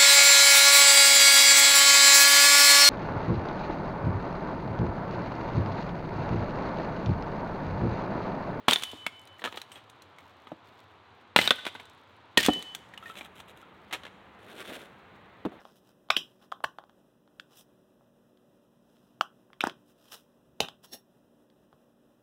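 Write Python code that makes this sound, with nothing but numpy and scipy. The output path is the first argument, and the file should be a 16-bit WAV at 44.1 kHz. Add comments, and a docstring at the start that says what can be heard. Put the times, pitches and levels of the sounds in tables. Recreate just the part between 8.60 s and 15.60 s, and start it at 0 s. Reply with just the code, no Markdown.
"""A hatchet splits dry firewood on a concrete slab in a quiet yard, heard from close by.
Each chop is a noise crack with ringing wood, snapping fibres for the tear and dying sines for the steel head.
Split sticks clatter down as cracks with short bending modes; logs thud on the slab as dull pushes and low knocks.
Then the kindling is pushed together and a new log is drawn from its plastic bag, both in coloured crackle,
and stood on end. Quick reflections, a faint tail and a drifting wash of outdoor air place it in the yard."""
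import sys
import numpy as np
from scipy import signal
from scipy.fft import rfft, irfft
from scipy.io import wavfile
from scipy.ndimage import uniform_filter1d

SR = 44100
rng = np.random.default_rng(int(sys.argv[2]) if len(sys.argv) > 2 else 0)


def transcribe(u):
    """Save the signal u as a 16-bit wav file named by the first command-line argument.

    u: samples, shape (n,) or (channels, n), limited to [-1, 1]; the rate is SR.
    q: integer samples, one column per channel.
    """
    v = np.clip(np.atleast_2d(u).T, -1, 1)
    q = np.round(v * 32767).astype(np.int16)
    wavfile.write(sys.argv[1], SR, q)


N = 308700
TIME = np.arange(N) / SR  # s

# spectrum of a dry crack, before hardness tilts it: f/Hz, level/dB
CRACK_SPECTRUM = [(40, -32.5), (100, -18.5), (220, 0), (600, 3), (1000, 3.5), (1500, 0), (2300, 1),
                  (3300, 2.5), (4000, -2.5), (4700, -16), (8000, -18), (16000, -29.5)]


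def amp(db):
    """Turns dB into a linear gain."""
    return 10 ** (np.asarray(db) / 20)


def unit(x):
    """Scales to rms 1."""
    return x / np.sqrt(np.mean(x ** 2) + 1e-20)


def read(points, hz):
    """Reads a spectrum on a log-frequency axis."""
    f, value = np.transpose(points)
    return np.interp(np.log(hz + 1), np.log(f + 1), value)


def level(rows, axis=1):
    """Gain along a dB curve, silent outside it."""
    rows = np.array(rows)
    gain = amp(np.interp(TIME, rows[:, 0], rows[:, axis]))
    return gain * (TIME >= rows[0, 0]) * (TIME <= rows[-1, 0])


def add(mix, s, sound):
    """Adds a sound into the mix at s seconds, cut off at the end."""
    part = mix[round(s * SR):][:len(sound)]
    part += sound[:len(part)]


def colour(x, points):
    """Gives a long sound a spectrum, at rms 1."""
    gain = amp(read(points, np.fft.rfftfreq(len(x), 1 / SR)))
    return unit(irfft(rfft(x) * gain, len(x)))


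def burst(db_at, t60, snap, size=8192):
    """One sharp push (its share is snap) and a dying puff of noise, with the spectrum db_at(Hz); starts near rms 1."""
    envelope = amp(-60 * np.arange(size) / SR / t60)
    energy_root = np.linalg.norm(envelope)
    drive = rng.standard_normal(size) * envelope
    drive[0] += snap * energy_root
    z = rfft(drive)
    z /= np.sqrt(uniform_filter1d(abs(z) ** 2, size=90) + 1e-12)  # even over wide bands, ragged in detail
    log_gain = np.log(amp(db_at(abs(np.fft.fftfreq(size, 1 / SR)))))
    # minimum phase: the spectrum is applied without sounding ahead of the push
    causal = np.exp(np.conj(signal.hilbert(log_gain)))[:len(z)]
    x = irfft(z * causal)[:size // 2]
    return x * energy_root / np.linalg.norm(x)


def ring(modes, length):
    """Dying sines of a struck body."""
    t = np.arange(int(length * SR)) / SR
    return sum(amp(db - 60 * t / t60) * np.sin(2 * np.pi * hz * t) for hz, db, t60 in modes)


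def crackle(per_s, spread_db, hiss, count=12):
    """Random snaps of unequal size, each with one of several ragged colours, over a fine hiss."""
    grain_t60_s = 0.0032  # a single fibre or fold snaps this briefly
    size_db = np.minimum(spread_db * rng.exponential(1, N), 12)
    snaps = (rng.random(N) < per_s / SR) * rng.choice([-1, 1], N) * amp(size_db)
    kind = rng.integers(0, count, N)
    t = TIME[:SR // 100]
    grains = rng.standard_normal((count, len(t))) * amp(-60 * t / grain_t60_s)
    sound = sum(signal.oaconvolve(snaps * (kind == k), unit(grain))[:N] for k, grain in enumerate(grains))
    return unit(sound) + hiss * rng.standard_normal(N)


def clumps(per_s, depth_db):
    """A gain that catches and slips at random."""
    knots = np.arange(0, TIME[-1], 1 / per_s)
    heights = np.clip(rng.standard_normal(len(knots)), -2, 2)
    return unit(amp(depth_db * np.interp(TIME, knots, heights)))


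def strokes(rows):
    """Gain of hand movements that each speed up and slow down in one arch."""
    shape = 0.45  # power of the sine arch
    out = np.zeros(N)
    for s, length, db in rows:
        arch = abs(np.sin(np.linspace(0, np.pi, int(length * SR))))
        add(out, s, amp(db) * arch ** shape)
    return out


def strike(db, hardness_db, t60, hz, ring_db, snap=0.37, rise_s=0.00033, twin=0.97, twin_db=-9.0,
           longest_t60=0.034):
    """A contact crack, then the wood rings in two bending modes, the second at twin times the pitch."""
    bass_share = 0.66  # a hard contact gains treble and loses this share of it in bass
    ring_cycles = 66  # the wood rings for this many cycles, unless longest_t60 is shorter
    tilt = [(500, -bass_share * hardness_db), (1500, 0), (3800, 0),
            (6000, 0.91 * hardness_db), (13000, 1.0 * hardness_db)]
    crack = amp(db) * burst(lambda f: read(CRACK_SPECTRUM, f) + read(tilt, f), t60, snap)
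    ring_t60 = min(ring_cycles / hz, longest_t60)
    out = ring([(hz, ring_db, ring_t60), (hz * twin, ring_db + twin_db, ring_t60 / 2)], .2)
    rise = 1 - np.exp(-np.arange(len(crack)) / SR / rise_s)
    add(out, 0, crack * rise)
    return out


def air():
    """Steady distant wash that drifts a little; its colour changes within a moment at 4.12 s."""
    # relative spectra of the outdoor air before and after the change: f/Hz, level/dB
    garden_spectrum = [(30, -12), (60, -23), (92, 4), (135, -5.5), (165, -9.5), (260, -5), (640, -6),
                       (1000, -2), (2000, -12.5), (3900, -16.5), (5100, -32.5), (6500, -36.5), (11000, -49),
                       (16000, -56.5)]
    house_spectrum = [(25, -14), (85, -5.5), (165, -7), (195, -1.5), (225, -7.5), (380, -7), (640, -9),
                      (1000, -7.5), (2000, -14), (3900, -23.5), (5100, -42), (6500, -43.5), (11000, -49),
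                      (16000, -47)]
    garden_db, house_db = -56.5, -54.5
    change_s, change_length_s = 4.12, 0.021
    changed = np.clip((TIME - change_s) / change_length_s, 0, 1)
    garden = amp(garden_db) * colour(rng.standard_normal(N), garden_spectrum)
    house = amp(house_db) * colour(rng.standard_normal(N), house_spectrum)
    drift = clumps(7, .4)
    return (garden * np.sqrt(1 - changed) + house * np.sqrt(changed)) * drift


def yard(x, near_db=-13, near_t60=0.091, far_db=-21, far_rise_s=0.011):
    """Quick reflections off slab and wall, then a faint tail from the buildings around."""
    # decay of the far tail: f/Hz, t60/s
    tail_decay = [(100, .6), (400, 0.63), (1200, 0.89), (3500, 0.96), (7000, 1), (15000, 0.52)]
    t = np.arange(SR) / SR
    echoes = rng.standard_normal(SR) * (rng.random(SR) < .05)  # sparse
    near = echoes * amp(-60 * t / near_t60) * (t > .004)
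    hz, frame_s, z = signal.stft(rng.standard_normal(SR), SR, nperseg=256)
    decay = amp(-60 * frame_s / read(tail_decay, hz)[:, None])
    far = signal.istft(z * decay, SR, nperseg=256)[1][:SR]
    far = far * np.minimum(t / far_rise_s, 1)
    response = amp(near_db) * near / np.linalg.norm(near) + amp(far_db) * far / np.linalg.norm(far)
    return x + signal.fftconvolve(x, response)[:N]


def grit(floor_db=-82):
    """Splinters and grit rasp faintly under hands and shoes."""
    # a hand and sleeve brush over splintered wood: t/s, length/s, level/dB
    brushes = [(.28, 0.36, -81), (.78, 0.26, -58), (1.08, 0.17, -67), (1.55, 0.46, -76), (2.04, 0.21, -72),
               (5.16, 0.15, -74), (6.28, 0.23, -82)]
    rasp = crackle(300, 4, .3) * clumps(50, 5)
    rasp = colour(rasp, [(1000, -13.5), (3500, 8.5), (5000, -3.0), (9000, -7.5), (16000, -9)])
    return rasp * (amp(floor_db) + strokes(brushes))


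def handling(crinkle_db=1, rub_db=1):
    """Rough wood catches and slips on wood; the plastic bag crinkles as a log rubs out of it."""
    # sticks slide over each other: t/s, length/s, level/dB
    slides = [(.92, 0.11, -61), (1.135, 0.045, -57), (4.41, 0.12, -51), (4.53, .14, -48.5),
              (4.74, 0.092, -55.5), (4.87, 0.053, -56.5), (4.95, 0.081, -59)]
    # a log is drawn from the bag: t/s, crinkle level/dB and rub level/dB (crinkle_db and rub_db add to them)
    draw = [(5.79, -67.5, -65), (6.012, -45.5, -48), (6.034, -52, -56), (6.068, -48, -56),
            (6.094, -47.5, -41.5), (6.178, -46.5, -51), (6.216, -49.5, -52), (6.312, -78.5, -70),
            (6.32, -74, -66)]
    # relative spectra of wood sliding, plastic crinkling and wood rubbing: f/Hz, level/dB
    slide_spectrum = [(530, -4), (900, -3.5), (1150, -53), (1310, 2), (1530, -14), (1850, -5.5), (3960, -5),
                      (4360, -25.5), (7400, -16.5), (16000, -25)]
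    crinkle_spectrum = [(530, -28), (900, -9), (1130, 0), (1390, 4), (2220, 1.5), (3590, 3.5),
                        (4980, -12.5), (9420, -13), (16000, -16)]
    rub_spectrum = [(88, -31), (150, -7.5), (455, 2.5), (528, -2.5), (584, -0.5), (731, -3), (1100, -18),
                    (1430, -45), (2420, -120)]
    catches = crackle(700, 5, .35) * clumps(80, 4)
    folds = crackle(1100, 4.5, .4) * clumps(70, 2.5)
    slide = colour(catches, slide_spectrum) * strokes(slides)
    crinkle = amp(crinkle_db) * colour(folds, crinkle_spectrum)
    rub = amp(rub_db) * colour(crackle(400, 0.94, 0.79), rub_spectrum)
    return slide + crinkle * level(draw) + rub * level(draw, axis=2)


def thuds():
    """End grain on concrete: a dull push with a short low knock."""
    # a log end meets the slab: t/s, push level/dB, pitch f/Hz, brightness/dB per octave (well above
    # the pitch), push t60/s, knock level/dB
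    landings = [(0.333, -30.5, 310, -10.5, 0.022, -33.5), (1.918, -29.5, 320, -2, 0.0246, -36),
                (3.8851, -10, 300, -0.5, 0.035, -11), (3.96, -39.5, 373, -6, 0.11, -39),
                (6.8519, -27, 320, 1, 0.043, -21), (6.862, -24, 417, -5.5, 0.039, -30.5),
                (6.92, -49.5, 403, 2, 0.35, -51)]
    # spectrum of the push, before its brightness: f/Hz, level/dB
    push_spectrum = [(40, -50.5), (100, -14), (200, -0.5), (330, -1), (750, -2), (1200, -13.5),
                     (2200, -26.5), (3700, -24), (5000, -44), (16000, -50)]
    # a log standing on concrete knocks in a few short modes: multiple of its pitch, level/dB, t60/s
    log_modes = [(0.999, -3, 0.085), (1.35, -44.5, 0.024), (1.9, -9.5, 0.017), (2.35, -15.5, 0.058)]
    out = np.zeros(N)
    for s, db, hz, bright_db, t60, knock_db in landings:
        push = burst(lambda f: read(push_spectrum, f) + bright_db * np.log2(1 + f / hz), t60, snap=0.35)
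        knock = ring([(hz * ratio, mode_db, mode_t60) for ratio, mode_db, mode_t60 in log_modes], .2)
        add(out, s, amp(db) * push)
        add(out, s, amp(knock_db) * knock)
    return out


def thin_stick():
    """Every bounce rings the same few modes, as strongly as a dry crack excites them."""
    # thin sticks are knocked and sing: t/s, level/dB, pitch as a multiple of the modes
    bounces = [(2.877, -30.5, 1), (2.9089, -23.5, 1), (2.985, -39, 1), (3.066, -37, 1), (3.152, -41.5, 1),
               (4.427, -44, .875), (4.4586, -39, 1.213), (4.4989, -40, .875), (5.029, -51, .89)]
    # modes at pitch 1, before the crack excites them: f/Hz, level/dB, t60/s
    stick_modes = [(1512, 3, .095), (2040, -11, 0.065), (3020, -13.5, 0.063), (3720, -9.5, .07),
                   (4100, -14.5, 0.11)]
    out = np.zeros(N)
    for s, db, ratio in bounces:
        modes = [(hz * ratio, mode_db + read(CRACK_SPECTRUM, hz * ratio), t60)
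                 for hz, mode_db, t60 in stick_modes]
        add(out, s, amp(db) * ring(modes, 0.43))
    return out


def drops(pitch_spread=0.1):
    """A dropped piece rocks from end to end in ever quicker contacts, each a little different in pitch."""
    # a piece is let go and rattles to rest: t/s, level/dB, hardness/dB, first gap/s, middle stick pitch f/Hz
    falls = [(0.84, -23.5, 1, 0.0096, 1570), (3.0522, -29, 5, .013, 2810), (4.5544, -40, 2, 0.016, 2500),
             (5.3265, -25.5, 7, .0066, 2350), (5.4346, -37, -0.5, 0.017, 1940)]
    # one corner touches, the far end slaps down, two rebounds follow: level/dB on top of the fall's
    contacts = [-1, 0.5, -3.5, -9.5]
    rebound = 0.83  # each gap is this share of the last
    crack_t60_s, ring_db = 0.028, -5  # ring against crack
    out = np.zeros(N)
    for s, db, hardness_db, gap, hz in falls:
        for k, contact_db in enumerate(contacts):
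            pitch = hz * np.exp(pitch_spread * rng.standard_normal())
            hit_db = db + contact_db
            add(out, s, strike(hit_db, hardness_db, crack_t60_s, pitch, hit_db + ring_db))
            s = s + gap * rebound ** k
    return out


def splinters(pitch_spread=.08):
    """Thin splinters break with a short bright snap."""
    # a last splinter snaps: t/s, level/dB
    snaps = [(0.235, -25), (0.3152, -42), (.6735, -48), (1.2982, -47), (1.4208, -46), (3.2545, -51.5),
             (3.7767, -12.5), (3.8297, -24), (3.851, -23), (3.862, -17.5), (3.934, -31.5), (4.025, -36),
             (4.1492, -29)]
    hardness_db, t60_s, middle_hz, ring_db = 16, 0.021, 3855, -0.5  # ring against crack
    out = np.zeros(N)
    for s, db in snaps:
        pitch = middle_hz * np.exp(pitch_spread * rng.standard_normal())
        add(out, s, strike(db, hardness_db, t60_s, pitch, db + ring_db))
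    return out


def clacks():
    """Single knocks of loose wood: a crack and a short ring each."""
    # wood strikes wood or concrete once: t/s, crack level/dB, hardness/dB, crack t60/s, stick pitch f/Hz,
    # ring level/dB
    knocks = [(0.09, -19, -6, .04, 566, -24), (.1103, -6.5, 12.5, 0.0055, 3200, -12.5),
              (0.1203, -19, 2.5, 0.044, 1030, -34), (0.133, -14.5, 16.5, 0.018, 3620, -8),
              (0.1596, -26, 0.5, 0.043, 3510, -13), (0.223, -27, 8, 0.018, 3420, -49),
              (0.465, -20, 5, 0.021, 2240, -22), (.794, -49.5, 8, 0.049, 1940, -43),
              (0.819, -37.5, -7, 0.042, 1800, -40), (0.874, -33, -4, 0.047, 1270, -31.5),
              (0.9252, -31.5, -1, .012, 3500, -57), (.942, -41.5, -10, 0.094, 1790, -51),
              (0.9735, -28.5, 1.5, 0.027, 3790, -31), (1.0164, -33.5, 13.5, 0.014, 3950, -35),
              (1.1178, -44.5, 12, .06, 2980, -41.5), (1.157, -48, -1, 0.2, 3260, -42),
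              (1.5848, -45.5, 5, 0.026, 2180, -47), (1.8708, -40, -6, 0.024, 1240, -43),
              (2.7883, -5, -5, 0.01, 2040, -14), (2.817, -28.5, 5.5, 0.062, 3733, -20.5),
              (2.876, -16, 3, 0.017, 3762, -9.5), (2.9071, -10, 1, 0.025, 3520, -6.5),
              (3.066, -24, -1.5, 0.022, 3375, -31.5), (3.1507, -37, -1.5, 0.058, 917, -41),
              (3.1977, -41.5, 0.5, 0.076, 2250, -42.5), (4.3375, -46.5, 4, 0.045, 1870, -40.5),
              (4.3765, -41, 7.5, 0.026, 2910, -34.5), (4.6101, -37, -5, 0.036, 2370, -33),
              (4.8016, -38.5, 6, 0.028, 2470, -43.5), (5.31, -40.5, -3, 0.054, 2050, -44),
              (5.347, -32.5, 1, 0.075, 1820, -40)]
    out = np.zeros(N)
    for s, db, hardness_db, t60, hz, ring_db in knocks:
        add(out, s, strike(db, hardness_db, t60, hz, ring_db))
    return out


def hatchet_head(damp_s=.015):
    """The steel sings until it is touched; its lowest mode swells and fades as the blade turns."""
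    # the head is set ringing: t/s, level/dB, length/s, damping by the grip/dB per s, overtone level/dB
    # on top of the first, first edge-on moment/s
    rings = [(0.081, -35, 1.7, -0.5, 8, 0.2), (2.773, -29, 0.11, 19.5, -22, 4.3),
             (2.916, -51, .4, 29.5, -11, 2), (3.772, -32.5, 0.13, 30.5, -7, 4.4),
             (3.873, -23, 0.37, 55, -29, 3.88)]
    # lowest bending mode, then the higher ones, before the grip damps them: f/Hz, level/dB, t60/s
    lowest_mode = [(3015, -0.5, 1.9)]
    overtones = [(6150, -27, .5), (6480, -20, .35), (10100, -26.5, .75), (9600, -20, .6),
                 (14290, -29.5, .8), (15000, -29.5, .5)]
    # one faint metallic ting: f/Hz, level/dB, t60/s
    ting_modes = [(8150, -57, 0.2), (8240, -56, 0.2)]
    ting_s = 1.118
    half_turn_s, edge_on_share = .152, .17  # the blade is quietest edge-on, once in every half turn
    out = np.zeros(N)
    for s, db, length, grip_db_per_s, overtone_db, edge_on_s in rings:
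        t = np.arange(int(length * SR)) / SR
        touched = np.minimum((length - t) / damp_s, 1)
        envelope = amp(db - grip_db_per_s * t) * touched
        facing = np.hypot(np.sin(np.pi * (s + t - edge_on_s) / half_turn_s), edge_on_share)
        singing = facing * ring(lowest_mode, length) + amp(overtone_db) * ring(overtones, length)
        add(out, s, envelope * singing)
    add(out, ting_s, ring(ting_modes, .3))
    return out


def cleft(hz):
    """The two halves ring like a fork, sinking in pitch as the split runs deeper."""
    sharp, settle_s, t60_s = 0.11, 0.0056, 0.12  # starts this share sharp and sinks to its pitch
    t = np.arange(SR // 3) / SR
    turns = np.cumsum(hz * (1 + sharp * np.exp(-t / settle_s))) / SR
    return amp(-60 * t / t60_s) * np.sin(2 * np.pi * turns)


def chops():
    """The blade cracks into the log; fibres snap in quick clumps that drop sharply once the halves part, and
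    chips patter down."""
    # the blade bites: t/s, crack level/dB, hardness/dB, crack t60/s, log pitch f/Hz, ring level/dB,
    # tearing level/dB, time until the halves part/s, cleft pitch f/Hz, cleft level/dB
    bites = [(0.0831, -3.5, 2, 0.022, 999, -3.5, -27, 0.053, 2113, -26),
             (2.7615, 7, 2, 0.012, 970, -10.5, -28, 0.13, 2050, -30.5),
             (3.7743, -1.5, -3, 0.016, 3200, -3.5, -26, 0.11, 1805, -12.5)]
    # relative spectrum of tearing fibres: f/Hz, level/dB
    tear_spectrum = [(59, -27), (100, -8.5), (1330, -16), (1830, -7.5), (2220, -10.5), (3320, -5),
                     (5190, -18), (7450, -21), (9020, -18), (10200, -30), (15000, -23), (16000, -34)]
    # tearing dies away, and drops once the halves part
    tear_fade_db_per_s, parted_drop_db, parting_s = 81, 12, .015
    chips_per_s, chips_db, chips_fade_db_per_s = 21, -64.5, 24.5
    out, tearing, falling = np.zeros((3, N))
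    for s, db, hardness_db, t60, hz, ring_db, tear_db, split_s, cleft_hz, cleft_db in bites:
        bite = strike(db, hardness_db, t60, hz, ring_db, snap=1.0, rise_s=0.0015,
                      twin=1.0, twin_db=-1, longest_t60=0.0061)
        add(out, s, bite)
        add(out, s, amp(cleft_db) * cleft(cleft_hz))
        parted = np.clip((TIME - split_s) / parting_s, 0, 1)
        add(tearing, s, amp(tear_db - tear_fade_db_per_s * TIME - parted_drop_db * parted))
        add(falling, s, amp(chips_db - chips_fade_db_per_s * TIME))
    fibres = crackle(1500, 4, .3) * clumps(260, 4)
    chips = crackle(chips_per_s, 4, 0)
    chips = colour(chips, [(1000, -19.5), (3500, -1), (5500, -2), (9000, -0.5), (16000, -9.5)])
    return out + colour(fibres, tear_spectrum) * tearing + chips * falling


def scene():
    """Wood sounds in the yard, with the steel head and the air added without reflections."""
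    wood = chops() + clacks() + drops() + splinters() + thuds() + thin_stick() + handling() + grit()
    return (yard(wood) + hatchet_head() + air())[None]


def record(dry, low_cut_hz=58, order=4, high_cut_hz=16200):
    """The loudest cracks overload softly and the recorder sheds deep bass; then the band limit."""
    ceiling = .78
    squashed = ceiling * np.tanh(dry / ceiling)
    bass_cut = signal.butter(order, low_cut_hz, "highpass", fs=SR, output="sos")
    lean = signal.sosfilt(bass_cut, squashed)
    band_limit = signal.firwin(401, high_cut_hz, window=("kaiser", 9), fs=SR)
    return signal.oaconvolve(lean, band_limit[None], "same")


dry = scene()
out = record(dry)
transcribe(out)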